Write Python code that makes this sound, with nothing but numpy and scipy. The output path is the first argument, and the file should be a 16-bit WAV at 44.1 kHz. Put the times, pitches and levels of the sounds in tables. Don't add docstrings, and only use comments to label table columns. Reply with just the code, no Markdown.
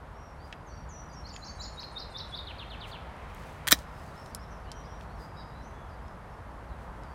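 import sys
import numpy as np
from scipy import signal
from scipy.fft import rfft, irfft
from scipy.io import wavfile

SR = 44100
rng = np.random.default_rng(int(sys.argv[2]) if len(sys.argv) > 2 else 0)


def persist_wave(psi):
    counts = np.round(np.clip(psi, -1, 1) * 32767).astype(np.int16)
    wavfile.write(sys.argv[1], SR, np.atleast_2d(counts).T)


N = 314874
TIME = np.arange(N) / SR

# time_s, rumble_db, wash_db
TRAFFIC_LEVELS = [(0, -51, -49.5), (.8, -47, -50), (2.2, -48, -48), (3.2, -46.5, -47), (6.3, -47, -48),
                  (7.14, -45.5, -47)]
# freq_hz, density_db
RUMBLE_SPECTRUM = [(12, -38), (20, -17), (42, -0.5), (60, 4), (119, -5.5), (189, -8), (315, -17),
                   (400, -35), (520, -35.5), (880, -120)]
# freq_hz, density_db
WASH_SPECTRUM = [(200, -11.5), (400, -1), (600, 1.5), (950, 2.5), (1300, -1.5), (1800, -7.5), (2500, -17.5),
                 (4000, -24.5), (7000, -32), (12000, -34), (14500, -51.5), (16000, -53)]
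# freq_hz, level_db
MOTOR_PARTIALS = [(55, -58.5), (149, -63.5)]
# time_s, gain_db
MOTOR_SWELL = [(0, 5), (2.8, -6.5), (3.7, 3), (5.2, 7.5), (6.2, -18), (7.14, -1.5)]
# freq_hz, density_db
RUSTLE_SPECTRUM = [(900, -1.5), (1800, 9.5), (2400, 7.5), (3500, -1.5), (6000, -14), (9000, -24.5),
                   (16000, -31)]
# freq_hz, density_db
SLIDE_SPECTRUM = [(2000, -7.5), (4000, 6), (7000, 1.5), (11000, -1.5), (16000, -6.5)]
# middle_s, length_s, level_db
SLIDE_STROKES = [(0.483, 0.082, -74), (2.892, .05, -62), (3.46, 0.3, -66), (3.78, 0.085, -58.5),
                 (4.026, 0.21, -67), (4.24, .2, -70), (5.02, .05, -69), (5.227, .1, -69),
                 (6.83, 0.072, -74.5)]
# start_s, length_s, pitch_hz, glide_hz, level_db, roughness
WHISTLE_NOTES = [(0.124, 0.22, 5650, -50, -65.5, .15), (0.374, 0.12, 4780, 702, -62.5, .2),
                 (0.684, 0.13, 4610, 197, -62, 0.25), (1.316, 0.069, 6870, -1050, -52, 0.2),
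                 (1.43, .12, 6430, 98, -54.5, .25), (4.153, 0.097, 5355, 0, -57, 0.26),
                 (4.381, 0.074, 5360, 448, -60.5, 0.45), (4.501, 0.053, 5960, -500, -65, .7),
                 (4.633, .14, 3060, 600, -61, .25), (4.74, 0.08, 5800, -50, -57.5, 0.2),
                 (4.836, 0.038, 5050, 500, -59.5, 0.48), (4.888, .061, 5700, 300, -60, 0.23),
                 (5.183, 0.081, 4920, -150, -59, 0.35), (5.351, 0.092, 3880, -130, -60, 0.24),
                 (5.356, 0.07, 4980, -400, -55, .7), (5.505, .13, 4020, 300.5, -66, 0.14),
                 (5.609, 0.097, 6100, 900, -63.5, .5), (5.699, .2, 3410, -130, -68.5, 0.19),
                 (6.0, .13, 5180, 80, -74, .15)]
# start_s, level_db, centre_hz, t60_s
CABLE_TICKS = [(0.5264, -26, 2100, 0.029), (1.341, -38, 3000, .012), (1.363, -30.5, 3040, 0.019),
               (1.832, -36, 2700, 0.017), (3.347, -49, 9200, 0.018), (3.789, -39, 5960, 0.013),
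               (4.261, -42, 5000, .012), (4.3487, -25, 6900, 0.0081), (4.717, -33, 4960, 0.024),
               (5.01, -39, 2880, 0.013), (6.082, -50, 4000, .01), (7.035, -47, 4920, 0.013)]
# freq_hz, level_db, t60_s
CABLE_RESONANCES = [(2630, -10.5, .025), (3150, -8, 0.017), (5150, -4, 0.011), (6640, -14, 0.018),
                    (9040, -6, .012)]
# start_s, length_s, settled_hz, drop_hz, level_db
SONG_SLURS = [(0.66, 0.16, 5700, 1120, -57), (0.886, 0.14, 5860, 1624, -48), (1.088, 0.056, 4760, 500, -56),
              (1.125, 0.082, 5540, 1860, -50.5), (1.593, 0.095, 6850, 755, -47),
              (5.885, .08, 4680, 1500, -65), (6.291, .06, 5300, 1500, -72), (6.679, .08, 3910, 1500, -65.5),
              (7.015, 0.12, 4620, 1300, -65.5)]
# start_s, level_db
SONG_HOOKS = [(1.231, -46), (1.408, -42), (1.581, -39), (1.763, -38), (1.945, -37.5), (2.131, -36),
              (2.313, -36.5)]
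# start_s, level_db
SONG_TUMBLES = [(2.464, -36.5), (2.582, -37.5), (2.698, -38), (2.803, -38), (2.912, -39.5)]
# start_s, level_db
SHEATH_CRACKS = [(3.6715, -16.5), (3.6772, -9.5), (3.6849, -10)]
# freq_hz, density_db
FRACTURE_SPECTRUM = [(200, -25), (700, -17.5), (1200, 1), (1900, 4), (2400, 1.5), (2750, -12.5), (3200, 3),
                     (5000, -5.5), (7000, -4.5), (11000, -5.5), (15000, -2.5), (17000, -11.5)]
# freq_hz, level_db, t60_s
STEEL_RESONANCES = [(1270, -13, 0.11), (1440, -8, 0.018), (1668, -2.5, 0.039), (1920, -3.5, 0.032),
                    (1950, -7, 0.05), (2090, -9, 0.035), (3200, -4, 0.028), (3480, -8, .045),
                    (3920, -9, .04), (4500, -11.5, .05), (4740, -7, 0.037), (5950, -13.5, 0.052),
                    (7330, -6, 0.044), (8540, -4, .045), (9800, -10.5, .04), (12600, -13.5, 0.049),
                    (13200, -9.5, .045), (14450, -12.5, .045), (15110, -11.5, .045)]
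# freq_hz, level_db, t60_s
SHEATH_RESONANCES = [(1450, -16.5, 0.017), (1850, -17, .025), (3300, -13, 0.013)]
# start_s, level_db, length_s
STRAND_BUNDLES = [(3.7092, -20, .0005), (3.7112, -12.5, .0015), (3.7162, -15, .0005), (3.7185, -5, .0035)]
# freq_hz, level_db, t60_s
GRIP_RESONANCES = [(152, -26.5, 0.037), (264, -18.5, .034), (670, -19.5, 0.026), (1400, -23, 0.011),
                   (1856, -16, .022), (2400, -17.5, 0.023), (3860, -8.5, 0.014), (4920, -10.5, 0.013),
                   (5834, -7.5, 0.0054)]


def from_db(db):
    return 10 ** (np.asarray(db) / 20)


def unit_rms(x):
    return x / np.sqrt(np.mean(x ** 2) + 1e-20)


def per_sample(rows):
    time_s, *columns = np.transpose(rows)
    return [np.interp(TIME, time_s, column) for column in columns]


def add(out, start_s, sound):
    at = max(0, round(start_s * SR))
    out[at:at + len(sound)] += sound[:max(0, N - at)]


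def drift(rate_hz, size=N):
    steps = np.arange(size) * rate_hz / SR
    return np.interp(steps, np.arange(4096), rng.standard_normal(4096))


def progress(length_s):
    return np.linspace(0, 1, int(length_s * SR))


def arch(u):
    return 4 * u * (1 - u)


def colour(x, spectrum, size=16384):
    hz, db = np.transpose(spectrum)
    log_grid = np.log(np.maximum(np.arange(size // 2 + 1) * SR / size, 1))
    log_knots = np.log(np.r_[hz[0] / 2, hz, hz[-1] * 2])
    gain_db = np.interp(log_grid, log_knots, np.r_[db[0] - 20, db, db[-1] - 40])
    cepstrum = irfft(np.log(unit_rms(from_db(gain_db))))
    cepstrum[1:size // 2] *= 2
    cepstrum[size // 2 + 1:] = 0
    return signal.fftconvolve(x, irfft(np.exp(rfft(cepstrum))))[:len(x)]


def burst(t60_s, edge_db=4, edge_t60_s=.0011):
    t = TIME[:SR // 10]
    envelope = from_db(-60 * t / t60_s) + from_db(edge_db - 60 * t / edge_t60_s)
    return rng.choice([-1, 1], len(t)) * envelope


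def ring(modes, spread_db):
    t = TIME[:SR // 5]
    return sum((-1) ** k * from_db(db + spread_db * rng.normal() - 60 * t / t60_s)
               * np.sin(2 * np.pi * hz * t) for k, (hz, db, t60_s) in enumerate(modes))


def scatter(x, t60_s, onset_s):
    t = TIME[:SR]
    build_up = 1 - np.exp(-(t / onset_s) ** 2)
    tail = rng.standard_normal(SR) * from_db(-60 * t / t60_s) * build_up
    return signal.fftconvolve(x, tail / np.sqrt(np.sum(tail ** 2)))[:N]


def traffic():
    rumble_db, wash_db = per_sample(TRAFFIC_LEVELS)
    rumble = from_db(rumble_db + .8) * colour(rng.standard_normal(N), RUMBLE_SPECTRUM)
    wash = from_db(wash_db - .8) * colour(rng.standard_normal(N), WASH_SPECTRUM)
    return rumble + wash


def motor(waver_db=2, waver_rad=1.2):
    hum = sum(np.sqrt(2) * from_db(db + waver_db * drift(3.6))
              * np.sin(2 * np.pi * hz * TIME + waver_rad * drift(8.2)) for hz, db in MOTOR_PARTIALS)
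    return hum * from_db(per_sample(MOTOR_SWELL)[0])


def rustle(peak_s=3.4, peak_db=-56.5, rest_db=-75, rise_db_per_s=5.2, fall_db_per_s=10.5):
    hiss = colour(rng.standard_normal(N), RUSTLE_SPECTRUM)
    t = TIME - peak_s
    swell = from_db(peak_db + np.minimum(rise_db_per_s * t, -fall_db_per_s * t))
    return np.hypot(from_db(rest_db), swell) * from_db(.8 * drift(30)) * hiss


def housing_slide(grain_db=-6, catches_per_s=500, rest_db=-86):
    catches = (rng.random(N) < catches_per_s / SR) * rng.choice([-1, 1], N)
    strength = from_db(4 * np.minimum(rng.exponential(1, N), 3))
    grains = unit_rms(signal.fftconvolve(catches * strength, burst(t60_s=.006))[:N])
    friction = colour(rng.standard_normal(N) + from_db(grain_db) * grains, SLIDE_SPECTRUM)
    strokes = sum(from_db(db) * np.exp(-(2 * (TIME - middle_s) / length_s) ** 2)
                  for middle_s, length_s, db in SLIDE_STROKES)
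    return (from_db(rest_db) + strokes) * from_db(1.1 * drift(60)) * friction


def bird_tone(hz, db, roughness, overtone_db=-33):
    size = len(hz)
    jitter = 1 + .075 * roughness * drift(900, size)
    phase = 2 * np.pi * np.cumsum(hz * jitter) / SR
    flutter_db = (1.2 + 3 * roughness) * drift(350, size)
    tone = np.sin(phase) + from_db(overtone_db) * np.sin(3 * phase) * (hz < SR / 6)
    return from_db(db + flutter_db) * tone * signal.windows.tukey(size, .08)


def bird_whistles(notes, arch_hz=224, warble_hz=39.5, warble_depth=.0066, gain_db=-.5):
    out = np.zeros(N)
    for start_s, length_s, pitch_hz, glide_hz, db, roughness in notes:
        u = progress(length_s)
        hz = pitch_hz + glide_hz * (u - .5) - arch_hz * (1 - arch(u))
        depth = warble_depth * (1 + drift(14, len(u)))
        warble = depth * np.sin(2 * np.pi * warble_hz * TIME[:len(u)])
        add(out, start_s, bird_tone(hz * (1 + warble), db + gain_db, roughness) * arch(u))
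    return out


def cable_ticks(band_ratio=1.57, gain_db=-2, touches_from_s=1.9, touch_count=7):
    out = np.zeros(N)
    touches = [(s, -59.5, 8000, .011) for s in rng.uniform(touches_from_s, N / SR, touch_count)]
    for start_s, db, centre_hz, t60_s in CABLE_TICKS + touches:
        edges_hz = [centre_hz / band_ratio, min(centre_hz * band_ratio, .45 * SR)]
        band = signal.butter(2, edges_hz, "band", fs=SR, output="sos")
        contact = burst(t60_s)
        cable = ring(CABLE_RESONANCES, spread_db=.5)[:len(contact)]
        add(out, start_s, from_db(db + gain_db) * signal.sosfilt(band, contact + cable))
    return out


def slur(length_s, settled_hz, drop_hz, settle_share=.14, attack_s=.0062, fade_db=3):
    u = progress(length_s)
    hz = settled_hz + drop_hz * np.exp(-u / settle_share)
    attack = 1 - np.exp(-u * length_s / attack_s)
    return bird_tone(hz, -fade_db * u, roughness=.22) * attack


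def peep(length_s=.038, top_hz=9600, depth=.42, level_db=-25.5):
    hz = top_hz * (1 - depth * (1 - arch(progress(length_s))))
    return bird_tone(hz, level_db, roughness=.25)


def hook(base_hz, sweep_s=.05, buzz_s=.023, end_s=.024, swell_db=22):
    u = progress(sweep_s)
    sweep_hz = base_hz * (1 + .076 * (1 - u) ** 4 + .84 * u ** 5.2)
    sweep = bird_tone(sweep_hz, 3 + swell_db * (arch(u ** 1.45) - 1), roughness=.04 + .82 * u ** 6)
    u = progress(buzz_s)
    buzz = bird_tone(base_hz * (1.5 - .63 * u ** 2), -12 + 10 * arch(u), roughness=1)
    u = progress(end_s)
    end_hz = np.full_like(u, 1.13 * base_hz)
    end = bird_tone(end_hz, 2 - swell_db * u ** 3, roughness=.77 * (1 - u) ** 2)
    return np.concatenate([sweep, buzz, end])


def tumble(length_s=.058, top_hz=4820, octaves_per_s=26, break_s=.029, jump_share=.26, swell_db=11):
    u = progress(length_s)
    t = u * length_s
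    effort = arch(u ** .98)
    hz = top_hz * 2 ** (-octaves_per_s * t) * (1 + jump_share * (t > break_s))
    catch_db = 9 * np.exp(-((t - break_s) / .004) ** 2)
    return bird_tone(hz, -1 + swell_db * (effort - 1) - catch_db, roughness=.8 * (1 - .65 * effort))


def songbird(first_hook_hz=4100, sag_hz_per_s=720, peep_lead_s=.033):
    out = np.zeros(N)
    for start_s, length_s, settled_hz, drop_hz, db in SONG_SLURS:
        add(out, start_s, from_db(db) * slur(length_s, settled_hz, drop_hz))
    for start_s, db in SONG_HOOKS:
        base_hz = first_hook_hz - sag_hz_per_s * (start_s - SONG_HOOKS[0][0])
        add(out, start_s - peep_lead_s, from_db(db) * peep())
        add(out, start_s, from_db(db) * hook(base_hz))
    for start_s, db in SONG_TUMBLES:
        add(out, start_s, from_db(db) * tumble())
    return out


def fracture(treble_db, crack_db=-9, steel_db=-28, shelf_hz=6000):
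    crack = from_db(crack_db) * colour(burst(t60_s=.014, edge_db=-1.5), FRACTURE_SPECTRUM)
    steel = from_db(steel_db) * ring(STEEL_RESONANCES, spread_db=.5)
    hit = np.pad(crack, (0, len(steel) - len(crack))) + steel
    treble = signal.sosfilt(signal.butter(1, shelf_hz, "high", fs=SR, output="sos"), hit)
    return hit + (from_db(treble_db) - 1) * treble


def snip(strand_gap_s=.001, snap_s=3.7255, snap_db=1, grip_db=2):
    out = np.zeros(N)
    for start_s, db in SHEATH_CRACKS:
        add(out, start_s, from_db(db) * fracture(treble_db=-2))
    for start_s, db, length_s in STRAND_BUNDLES:
        for lag_s in np.arange(0, length_s, strand_gap_s):
            add(out, start_s + lag_s, from_db(db) * fracture(treble_db=2.5))
    add(out, snap_s, from_db(snap_db) * fracture(treble_db=-1.5))
    for start_s, db in SHEATH_CRACKS:
        add(out, start_s, from_db(db) * ring(SHEATH_RESONANCES, spread_db=1))
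    add(out, snap_s, from_db(grip_db) * ring(GRIP_RESONANCES, spread_db=1.5))
    return out


def twitter_notes(from_s=3.85, to_s=5.2, count=24, low_hz=3190, high_hz=6470, glide_hz=1010):
    step_s = (to_s - from_s) / count
    notes = []
    for k, (late, high, up) in enumerate(rng.random((count, 3))):
        pitch_hz = low_hz + (high_hz - low_hz) * high
        notes.append((from_s + step_s * (k + late), .05, pitch_hz, glide_hz * (2 * up - 1), -68.5, .3))
    return notes


def scene():
    work = snip() + cable_ticks()
    song = songbird()
    whistles = bird_whistles(WHISTLE_NOTES + twitter_notes())
    dulled = signal.sosfilt(signal.butter(1, 4500, fs=SR, output="sos"), work)
    near = (work + from_db(-16) * scatter(work, t60_s=.056, onset_s=.0062)
            + from_db(-37.5) * scatter(dulled, t60_s=.45, onset_s=.023))
    singer = (from_db(-4) * song + from_db(-8.5) * scatter(song, t60_s=.09, onset_s=.0024)
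              + from_db(-10) * scatter(song, t60_s=.56, onset_s=.018))
    birds = (from_db(-.5) * whistles + from_db(-3.5) * scatter(whistles, t60_s=.055, onset_s=.003)
             + from_db(-3) * scatter(whistles, t60_s=.79, onset_s=.014))
    return (near + singer + birds + housing_slide() + rustle() + traffic() + motor())[None]


def record(dry, ceiling=.82, stopband_hz=16850):
    lowpass = signal.cheby2(20, 100, stopband_hz, fs=SR, output="sos")
    return signal.sosfilt(lowpass, ceiling * np.tanh(dry / ceiling))


dry = scene()
out = record(dry)
persist_wave(out)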